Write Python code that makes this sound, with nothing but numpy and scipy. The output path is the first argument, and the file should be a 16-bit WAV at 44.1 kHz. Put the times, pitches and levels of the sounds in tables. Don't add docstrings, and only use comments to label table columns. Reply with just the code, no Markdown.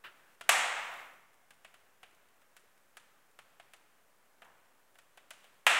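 import sys
import numpy as np
from scipy import signal
from scipy.fft import rfft, irfft, next_fast_len
from scipy.io import wavfile
from scipy.ndimage import uniform_filter1d

SR = 44100
rng = np.random.default_rng(int(sys.argv[2]) if len(sys.argv) > 2 else 0)


def wav_record(signal):
    frames = np.transpose(np.atleast_2d(signal))
    bounded = np.clip(frames, -1, 1)
    quanta = np.round(bounded * 32767).astype(np.int16)
    wavfile.write(sys.argv[1], SR, quanta)


N = 255339

# (frequency [Hz], gain [dB])
TICK_EQ = [(100, -17), (300, -15), (480, -8.5), (720, -2), (1200, -4.5), (2500, -6.5), (3300, -7.5),
           (4400, -9.5), (7300, -6.5), (10000, -5), (12500, -15.5), (15500, -10.5)]


def amp(db):
    return 10 ** (np.asarray(db) / 20)


def unit_rms(x):
    return x / np.sqrt(np.mean(x ** 2) + 1e-20)


def unit_energy(x):
    return x / np.linalg.norm(x)


def along(points, hz):
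    freqs, values = np.transpose(points)
    return np.interp(np.log(hz + 1), np.log(freqs), values)


def add(track, start_s, sound):
    part = track[max(round(start_s * SR), 0):][:len(sound)]
    part += sound[:len(part)]


def equalise(x, gain_db):
    size = 2 * next_fast_len(len(x))
    hz = np.fft.rfftfreq(size, 1 / SR)
    cepstrum = irfft(np.log(amp(gain_db(hz))), size)
    cepstrum[1:size // 2] *= 2
    cepstrum[size // 2 + 1:] = 0
    return irfft(rfft(x, size) * np.exp(rfft(cepstrum)), size)[:len(x)]


def whiten(burst, bins):
    power = np.abs(uniform_filter1d(np.abs(rfft(burst)) ** 2, bins))
    grid = np.fft.rfftfreq(len(burst), 1 / SR)
    return equalise(burst, lambda hz: -10 * np.log10(np.interp(hz, grid, power) + 1e-12))


def dying_noise(decay, samples):
    hz, t, bands = signal.stft(rng.standard_normal(samples), SR, nperseg=128)
    fade = amp(-60 * t / along(decay, hz)[:, None])
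    return signal.istft(bands * fade, SR, nperseg=128)[1][:samples]


def ringing(modes, t):
    return unit_energy(sum(amp(db - 60 * t / t60) * np.sin(2 * np.pi * (hz * t + rng.random()))
                           for hz, db, t60 in modes))


def voice_crack(sound, eq, knock_db, snap_db, note_hz, note_db=2.0, note_octaves=0.34):
    tilt = [(850, knock_db), (1300, 0.005), (3000, 0), (6000, snap_db)]
    note = lambda hz: note_db * np.exp(-(np.log2((hz + 1) / note_hz) / note_octaves) ** 2)
    return equalise(sound, lambda hz: along(eq, hz) + along(tilt, hz) + note(hz))


def rush(level_db=-59.5):
    # (frequency [Hz], gain [dB])
    rush_eq = [(41, -68.5), (70, -12), (158, -7.5), (348, -6.5), (408, -4), (446, -6), (560, -2),
               (641, -4.5), (701, -4), (1550, -5), (4470, -18.5), (7870, -16.5), (15500, -19)]
    bed = equalise(rng.standard_normal(N), lambda hz: along(rush_eq, hz))
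    return amp(level_db) * unit_rms(bed)


def room_tail(samples, build_s=0.012, modes_db=-20):
    # (frequency [Hz], t60 [s])
    room_decay = [(150, 0.81), (700, 1.58), (2000, 1.436), (3500, 1.15), (5500, .9), (8000, 0.82),
                  (11000, .48), (14500, 0.69)]
    # (frequency [Hz], gain [dB])
    wall_eq = [(200, 13), (1000, 3.5), (3000, 1.5), (8000, 3), (11000, 2.5), (14500, -11)]
    # (frequency [Hz], relative level [dB], t60 [s])
    room_modes = [(787, 7, 1.67), (800, 6, 0.7), (1140, 9.5, 1.6), (1204, 8, 1.96), (1344, -32.5, 1.6),
                  (1387, 21.5, 0.43), (1470, -5, 0.48), (1870, 19, 0.77), (2140, 7, 2.8), (2170, -10, 1.8),
                  (2520, -24.5, 3.3), (2960, -6.5, 3.6), (3300, 12.5, 1.4), (3520, 26.5, 0.33)]
    t = np.arange(samples) / SR
    wash = equalise(dying_noise(room_decay, samples), lambda hz: along(wall_eq, hz))
    tail = unit_energy(wash) + amp(modes_db) * ringing(room_modes, t)
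    return unit_energy(tail * (1 - np.exp(-t / build_s)))


def embers(loudest_db=-23.5, range_db=6, count=22, t60=0.027):
    out = np.zeros(N)
    t = np.arange(SR // 20) / SR
    for when, size, snap, note in rng.random((count, 4)):
        grain = unit_energy(rng.standard_normal(len(t)) * amp(-60 * t / t60))
        grain = voice_crack(grain, TICK_EQ, knock_db=-11, snap_db=-10 * snap, note_hz=1500 * 2 ** note)
        add(out, when * N / SR, amp(loudest_db - range_db * (1 - size)) * grain)
    return out


def gas_puffs(swell_s=0.0025):
    # (time [s], level [dB], pitch [Hz])
    puff_cues = [(.277, -62, 494), (2.127, -55, 362), (2.637, -52, 432)]
    out = np.zeros(N)
    t = np.arange(SR // 10) / SR
    envelope = t / swell_s * np.exp(1 - t / swell_s)
    for start_s, db, hz in puff_cues:
        add(out, start_s, amp(db) * envelope * np.sin(2 * np.pi * hz * t))
    return out


def settling_log(rise_s=0.013, room_db=-12):
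    # (time [s], relative level [dB], pitch [ratio], t60 [s])
    scrape_cues = [(.037, -7, 0.99, 0.135), (4.425, -16, 0.61, 0.55)]
    # (frequency [Hz], gain [dB])
    scrape_eq = [(150, -12), (400, -2), (700, 0.5), (1100, 7.5), (1600, 14), (2150, 7.5), (2850, 9.5),
                 (4200, -4), (6500, -17.5), (15000, -17)]
    out = np.zeros(N)
    t = np.arange(SR // 2) / SR
    for start_s, db, pitch, t60 in scrape_cues:
        envelope = (1 - np.exp(-t / rise_s)) * amp(-60 * t / t60)
        rub = unit_energy(rng.standard_normal(len(t)) * envelope)
        rub += amp(room_db) * room_tail(len(t))
        add(out, start_s, amp(db) * equalise(rub, lambda hz: along(scrape_eq, hz / pitch)))
    return out


def crack(room_db, direct_db, back_db, wall_db, swell_s, samples, back_s=0.0013, wall_s=0.0283):
    # (frequency [Hz], t60 [s])
    firebox_decay = [(700, 0.049), (2500, 0.062), (7000, 0.066), (14000, 0.015)]
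    # (frequency [Hz], gain [dB])
    opening_eq = [(400, 2), (720, 7), (1000, -1), (1550, 2), (2150, 0), (2800, 1.5), (4500, -1.5),
                  (7500, 0.5)]
    # (frequency [Hz], gain [dB])
    slapback_eq = [(800, -37), (3000, 1), (8500, 1), (14000, -5)]
    rattle = dying_noise(firebox_decay, SR // 10)
    t = np.arange(len(rattle)) / SR
    firebox = unit_energy(rattle * (1 - np.exp(-t / swell_s)))
    add(firebox, 0, amp(direct_db) * np.array([1, -1]))
    add(firebox, back_s, amp([back_db]))
    firebox = whiten(firebox, bins=50)
    firebox = unit_energy(equalise(firebox, lambda hz: along(opening_eq, hz)))
    sound = amp(room_db) * room_tail(samples)
    add(sound, 0, firebox)
    add(sound, wall_s, amp(wall_db) * equalise(firebox, lambda hz: along(slapback_eq, hz)))
    return sound


def wood_ticks(gain_db=39):
    # (time [s], relative level [dB], brightness [dB], splinter note [Hz])
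    tick_cues = [(0.41, -33.5, -2, 1410), (1.506, -45, 1.5, 1560), (1.6471, -40, -3, 2365),
                 (1.7409, -46.5, -0.5, 1500), (2.0305, -40, -4, 2600), (2.4162, -55.5, -4, 1530),
                 (2.566, -45, 4, 1572), (2.9694, -39, 2, 1542), (3.389, -40, -2.5, 1207),
                 (3.598, -41.5, -5.5, 731), (3.7352, -42.5, 2, 2370), (4.4196, -41, -8.5, 1520),
                 (4.9541, -51.5, -2, 1614), (4.9863, -46.5, 2.5, 1220), (5.1736, -42.5, -2, 728),
                 (5.3059, -36, 3.5, 2920), (5.442, -49.5, 0.5, 3360)]
    out = np.zeros(N)
    for start_s, db, bright_db, note_hz in tick_cues:
        room_db = -8.5 - 0.11 * bright_db
        knock_db = -7 - 0.45 * bright_db
        snap_db = -11 + bright_db
        tick = crack(room_db, direct_db=-11, back_db=-7, wall_db=-14.5, swell_s=0.00056, samples=SR // 2)
        tick = voice_crack(tick, TICK_EQ, knock_db, snap_db, note_hz, note_db=2.5)
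        add(out, start_s, amp(db + gain_db) * tick)
    return out


def steam_pops(gain_db=31):
    # (time [s], relative level [dB], knock [dB], snap [dB], reverb send [dB], splinter note [Hz])
    pop_cues = [(0.4916, -16.5, -2, 1.5, -1.5, 2030), (5.666, -16, -2, -5.5, -1.5, 2480),
                (5.6752, -23, -17, -3.5, 3, 3040)]
    # (frequency [Hz], gain [dB])
    pop_eq = [(70, -47.5), (160, -31.5), (380, -21), (520, -7.5), (750, 2), (1300, 2.5), (2700, 2),
              (3500, -2.5), (4800, -12), (7700, -6.5), (10000, -12), (12500, -15), (15000, -20.5)]
    out = np.zeros(N)
    for start_s, db, knock_db, snap_db, room_db, note_hz in pop_cues:
        pop = crack(room_db, direct_db=-20, back_db=-11, wall_db=-13, swell_s=0.0002, samples=3 * SR // 2)
        pop = voice_crack(pop, pop_eq, knock_db, snap_db, note_hz)
        add(out, start_s, amp(db + gain_db) * pop)
    return out


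def scene():
    return (wood_ticks() + steam_pops() + settling_log() + gas_puffs() + embers() + rush())[None]


def noise_suppressor(x, shut_db=-50, open_db=-39, depth_db=-10, memory_s=0.31):
    window, ahead = int(memory_s * SR), SR // 250
    power = signal.fftconvolve(x ** 2, np.ones((1, window)) / window)[:, ahead:ahead + N]
    level_db = 10 * np.log10(np.abs(power) + 1e-12)
    gain = amp(np.interp(level_db, [shut_db, open_db], [depth_db, 0]))
    return x * uniform_filter1d(gain, ahead)


def record(dry):
    cutoff_hz, dc_offset = 15700, -0.00035
    high_cut = signal.ellip(8, 0.5, 80, cutoff_hz, fs=SR, output="sos")
    return signal.sosfilt(high_cut, noise_suppressor(dry)) + dc_offset


dry = scene()
out = record(dry)
wav_record(out)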